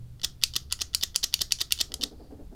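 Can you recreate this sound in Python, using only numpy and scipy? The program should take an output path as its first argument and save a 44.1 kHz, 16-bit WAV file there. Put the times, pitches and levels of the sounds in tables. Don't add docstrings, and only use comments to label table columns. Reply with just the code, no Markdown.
import sys
import numpy as np
from scipy import signal
from scipy.fft import rfft, irfft, next_fast_len
from scipy.io import wavfile

SR = 44100
rng = np.random.default_rng(int(sys.argv[2]) if len(sys.argv) > 2 else 0)


def wav_out(sig):
    wavfile.write(sys.argv[1], SR, np.round(np.clip(np.atleast_2d(sig).T, -1, 1) * 32767).astype(np.int16))


N = 112454

# f/Hz, level/dB
RUMBLE_COLOUR = [(20, 2.5), (35, -3.5), (60, 3), (80, 0.5), (100, -8.5), (150, -8.5), (200, -16.5),
                 (300, -23.5), (500, -31), (1000, -45.5), (3000, -60)]
HISS_COLOUR = [(200, 3), (1000, -1), (2000, -4.5), (4000, -3), (8000, -7), (15500, -8.5), (16300, -31.5)]
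MUFFLED_COLOUR = [(120, -31), (220, -3), (280, 5), (350, -7.5), (430, -3.5), (600, -11.5), (780, -13.5),
                  (1000, -25.5), (1500, -29.5), (3000, -51)]
SKIN_COLOUR = [(2500, -24.5), (4000, -8), (4600, 4.5), (5300, -9), (7000, -26.5)]
# t/s, level/dB
RUMBLE_CURVE = [(0, -45), (.6, -47), (1.1, -48.5), (2.3, -47.5), (2.55, -42.5)]
HUM_CURVE = [(0, -42.5), (.17, -52.5), (.3, -59), (.55, -52), (.8, -70.5), (2.55, -64.5)]
LOW_HUM_CURVE = [(.6, -69.5), (.74, -49), (.98, -53), (1.15, -91.5)]
BRUSH_CURVE = [(2.1, -91.5), (2.17, -72.5), (2.22, -67.5), (2.32, -76.5), (2.38, -90)]
# t/s, level/dB
BUMP_PEAKS = [(1.839, -55.5), (1.917, -46.5), (1.955, -51.5), (2.007, -45.5), (2.04, -42), (2.13, -46.5),
              (2.211, -45.5), (2.251, -53), (2.323, -43), (2.406, -46), (2.529, -48.5)]

# f/Hz, t60/s
ECHO_FADE = [(300, 1.15), (1500, 0.18), (4500, 0.2255), (8000, 0.15), (15000, 0.29)]
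# f/Hz, level/dB
ECHO_COLOUR = [(300, -3.5), (1000, -7), (1500, 7), (2700, -5), (4500, -4.5), (7000, 3), (10000, -3),
               (14000, -9.5)]

# f/Hz, level/dB, t60/s
SPRING_MODES = [(4100, -47.5, 0.28), (4240, -43, 0.3), (4580, -36.5, 0.26), (5290, -40.5, 0.2),
                (6600, -31.5, 0.11), (6930, -34.5, 0.17), (8495, -38, .15)]
LINKAGE_MODES = [(1360, -18, 0.023), (1950, -18.5, 0.035), (3000, -7.5, 0.016), (3430, -3, 0.012),
                 (4200, -2.5, 0.0058), (4550, -1, 0.008), (5370, -9, 0.0071)]
CATCH_MODES = [(1888, -9, 0.006), (3033, -4.5, 0.028), (3550, -1.5, 0.021), (4540, -2, .012),
               (5860, -6, .011), (8000, -14.5, 0.011)]
CAP_MODES = [(2680, -3.5, .016), (3120, 1, 0.017), (3350, 4, 0.015), (3620, 5, 0.019), (4650, 6, 0.008),
             (5300, 6, 0.011), (6105, 1, 0.0091), (7900, -3, 0.011), (9300, -6, .011), (12600, -6, 0.0103),
             (13700, -5, .01)]
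LEVER_MODES = [(2750, -3, .013), (2980, -1.5, 0.017), (3600, -6, 0.013), (4385, -4, 0.015),
               (4660, 1, 0.023), (5820, 0.5, 0.013), (6850, -7, .012), (7850, -7, 0.012), (9950, -4, 0.011),
               (13600, -6, 0.01)]
# f/Hz, level/dB, t60/s
CASE_SNAP_MODES = [(415, -8, 0.022), (752, -4.5, 0.008), (1035, 0, 0.02), (1360, 4, 0.01),
                   (2006, -6, 0.022)]
CASE_LANDING_MODES = [(312.5, -3.5, 0.024), (377, -5.5, 0.038), (683, -9.5, 0.043), (1129, -7.5, 0.033),
                      (1264, -3.5, 0.025), (1916, 2, 0.03)]
# f/Hz, level/dB
TOUCH_CLASH = [(150, -17.5), (800, -19.5), (2300, -23.5), (3100, -9), (5000, -1.5), (6500, -12),
               (8500, -21), (11000, -22.5), (15500, -30.5)]
LANDING_CLASH = [(150, -19), (350, -27.5), (850, -27.5), (1200, -17.5), (2300, -25), (3300, 3.5), (5200, 3),
                 (7000, -4), (9500, -9.5), (11000, -15), (13500, -10.5), (16000, -23)]
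SNAP_CLASH = [(150, -33), (600, -28), (1000, -31.5), (1700, -45.5), (2800, -8.5), (4600, 6), (6300, 0),
              (8300, -8), (10000, 1), (11500, -11), (14000, -3.5), (16000, -21.5)]

# t/s, level/dB
LINKAGE_TICKS = [(0.196, -48.5), (0.2156, -38), (0.4145, -42.5), (.423, -35), (0.4304, -33), (0.701, -47),
                 (.710, -37.5), (0.7179, -33), (0.733, -33), (.790, -40), (0.932, -41.5), (0.938, -36),
                 (1.1448, -37.5), (1.1536, -28.5), (1.3265, -38), (1.3341, -36), (1.508, -34),
                 (1.516, -34.5), (1.7074, -32.5), (1.7161, -34), (1.919, -34)]
# t/s, level/dB
CATCH_CLINKS = [(0.2328, -29.5), (0.5366, -32), (0.545, -38), (.800, -36.5), (1.0109, -30), (1.0177, -40),
                (1.022, -39), (1.229, -30), (1.391, -32.5), (1.405, -33), (1.587, -35), (1.5962, -36.5),
                (1.602, -34), (1.776, -36.5), (1.788, -30.5), (1.795, -30.5), (2.011, -29.5), (2.019, -28)]
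# t/s, level/dB, top boost/dB, bounce delay/s, bounce gain/dB, chatter/dB, case knock/dB
CAP_LANDINGS = [(0.2456, -16.5, 1.5, 0.0039, -11.5, -26.5, -33.5),
                (0.563, -17, 2.5, 0.0017, -2.5, -29, -35.5), (0.8168, -19, -3, 0.0037, -7, -28, -36.5),
                (1.0348, -15.5, 5, 0.0035, -17.5, -24.5, -35.5),
                (1.2403, -15.5, 0.5, 0.0029, -6.5, -24.5, -36),
                (1.4168, -15, 2.5, 0.0034, -13.5, -25.5, -34.5),
                (1.6139, -17.5, 2.5, 0.0039, -6.5, -26.5, -33.5), (1.8110, -15, 0, 0.0022, -6, -24, -34),
                (2.0361, -17.5, -0.5, 0.0022, -7, -29.5, -36.5)]
# t/s, level/dB, low boost/dB, top boost/dB, pitch/ratio, case knock/dB
LEVER_SNAPS = [(0.4365, -10, 1, -5.5, 0.98, -37.5), (0.7242, -16.5, -0.5, -3, .97, -34),
               (0.9477, -13, -6, -6, 1, -37.5), (1.1601, -13, -4, -7, 1.08, -34.5),
               (1.3402, -12, 6, 4.5, 0.98, -39), (1.5212, -11.5, 1.5, -4, 0.993, -41),
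               (1.722, -11.5, 1.5, 2, 0.95, -39), (1.9404, -23, -1, -3, 1.08, -38.5)]


def amp(db):
    return 10 ** (np.asarray(db) / 20)


def unit(x):
    return x / np.sqrt(np.mean(x ** 2) + 1e-20)


def level(points):
    return amp(np.interp(np.arange(N) / SR, *np.transpose(points)))


def along(points, hz):
    f, v = np.transpose(points)
    return np.interp(np.log(hz + 1), np.log(f + 1), v)


def boost(hz, low_db, top_db):
    return np.interp(hz, (4000, 4600), (low_db, 0)) + np.interp(hz, (8000, 13000), (0, top_db))


def noise(colour, size, low_db=0, top_db=0):
    hz = np.fft.rfftfreq(size, 1 / SR)
    gain = amp(along(colour, hz) + boost(hz, low_db, top_db))
    return unit(irfft(gain * np.exp(2j * np.pi * rng.random(len(hz))), size))


def add(track, s, sound):
    part = track[max(round(s * SR), 0):][:len(sound)]
    part += sound[:len(part)]


def ring(modes, t, low_db=0, top_db=0, scatter_db=2):
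    hz, db, t60 = np.transpose(modes)[:, :, None]
    db = db + boost(hz, low_db, top_db) + scatter_db * rng.standard_normal(hz.shape)
    tones = np.sin(2 * np.pi * (hz * t + rng.random(hz.shape)))
    return np.sum(amp(db - 60 * t / t60) * tones, axis=0)


def contact(modes, colour, ring_db, clash_db, t60, attack_s=0.0008, low_db=0, top_db=0):
    t = np.arange(SR // 16) / SR
    rise = 1 - np.exp(-(t / attack_s) ** 2)
    fade = amp(-60 * np.maximum(t - 0.0004, 0) / t60)
    clash = unit(rise * noise(colour, len(t), low_db, top_db) * fade)
    ringing = unit(rise * ring(modes, t, low_db, top_db))
    sound = amp(ring_db) * ringing + amp(clash_db) * clash
    return unit(sound) * np.sqrt(.002 / t[-1])


def background(hum_hz=120, low_hum_hz=81):
    def tone(hz):
        return np.sqrt(2) * np.sin(2 * np.pi * (hz * np.arange(N) / SR + rng.random()))
    hums = level(HUM_CURVE) * tone(hum_hz) + level(LOW_HUM_CURVE) * tone(low_hum_hz)
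    rumble = level(RUMBLE_CURVE) * noise(RUMBLE_COLOUR, N)
    hiss = amp(-68.5) * noise(HISS_COLOUR, N)
    return rumble + hiss + hums


def in_room(sound, echo_db=-11.5, delay_s=0.0022, build_s=0.0014):
    hz, t, spectrum = signal.stft(rng.standard_normal(SR // 3), SR, nperseg=256)
    fade = amp(-60 * t / along(ECHO_FADE, hz)[:, None])
    tail = signal.istft(spectrum * fade, SR, nperseg=256)[1]
    size = len(tail)
    tail *= np.clip((np.arange(size) / SR - delay_s) / build_s, 0, 1)
    total = np.cumsum(np.abs(rfft(sound, size)) ** 2)
    bins = np.arange(len(total))
    reach = .09 * bins + 1
    power = (np.interp(bins + reach, bins, total) - np.interp(bins - reach, bins, total)) / (2 * reach)
    colour = np.sqrt(np.abs(power)) * amp(echo_db + along(ECHO_COLOUR, bins * SR / size))
    out = irfft(rfft(tail / np.linalg.norm(tail)) * colour, size)
    add(out, 0, sound)
    return out


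def bumps(rise_s=0.018, t60=.22):
    t, power = np.arange(N) / SR, np.zeros(N)
    for s, db in BUMP_PEAKS:
        swell = np.exp(-(np.minimum(t - s, 0) / rise_s) ** 2)
        fade = amp(db - 60 * np.maximum(t - s, 0) / t60)
        power += (swell * fade) ** 2
    return np.sqrt(power) * noise(MUFFLED_COLOUR, N)


def fingertip():
    return level(BRUSH_CURVE) * noise(SKIN_COLOUR, N)


def spring():
    out, t = np.zeros(N), np.arange(SR // 2) / SR
    for s, db, *_ in LEVER_SNAPS + CAP_LANDINGS:
        add(out, s, amp(db) * ring(SPRING_MODES, t))
    return out


def case(rise_s=0.00084):
    out, t = np.zeros(N), np.arange(SR // 16) / SR
    rise = 1 - np.exp(-(t / rise_s) ** 2)
    for events, modes in ((LEVER_SNAPS, CASE_SNAP_MODES), (CAP_LANDINGS, CASE_LANDING_MODES)):
        for s, *_, knock_db in events:
            add(out, s - rise_s, amp(knock_db) * in_room(ring(modes, t) * rise))
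    return out


def linkage():
    out = np.zeros(N)
    for s, db in LINKAGE_TICKS:
        tick = contact(LINKAGE_MODES, TOUCH_CLASH, ring_db=-1, clash_db=-2, t60=.015)
        add(out, s, amp(db) * in_room(tick))
    return out


def catch():
    out = np.zeros(N)
    for s, db in CATCH_CLINKS:
        clink = contact(CATCH_MODES, TOUCH_CLASH, ring_db=-2.5, clash_db=-3, t60=.014)
        add(out, s, amp(db) * in_room(clink))
    return out


def cap(chatter_gap_s=.0029, jitter_s=.0005):
    out = np.zeros(N)
    for s, db, top_db, bounce_s, bounce_db, chatter_db, _ in CAP_LANDINGS:
        for k, (late, extra_db) in enumerate(rng.standard_normal((3, 2)), start=1):
            clink = contact(CATCH_MODES, TOUCH_CLASH, ring_db=-9.5, clash_db=-3, t60=.014)
            when = s - k * chatter_gap_s + late * jitter_s
            add(out, when, amp(chatter_db + extra_db) * in_room(clink))
        for when, hit_db in ((s, db), (s + bounce_s, db + bounce_db)):
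            hit = contact(CAP_MODES, LANDING_CLASH, ring_db=-3.5, clash_db=2, t60=0.017,
                          attack_s=0.0003, top_db=top_db)
            add(out, when, amp(hit_db) * in_room(hit))
    return out


def lever():
    out = np.zeros(N)
    for s, db, low_db, top_db, pitch, _ in LEVER_SNAPS:
        modes = np.multiply(LEVER_MODES, (pitch, 1, 1))
        snap = contact(modes, SNAP_CLASH, ring_db=-2.5, clash_db=-1, t60=0.014,
                       attack_s=0.0003, low_db=low_db, top_db=top_db)
        add(out, s, amp(db) * in_room(snap))
    return out


def scene():
    mix = background() + bumps() + lever() + cap() + case() + spring() + linkage() + catch()
    return (mix + fingertip())[None]


def record(dry, top_hz=16100):
    size = next_fast_len(N + SR // 2)
    kept = np.fft.rfftfreq(size, 1 / SR) < top_hz
    return irfft(rfft(dry, size) * kept, size)[..., :N]


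dry = scene()
out = record(dry)
wav_out(out)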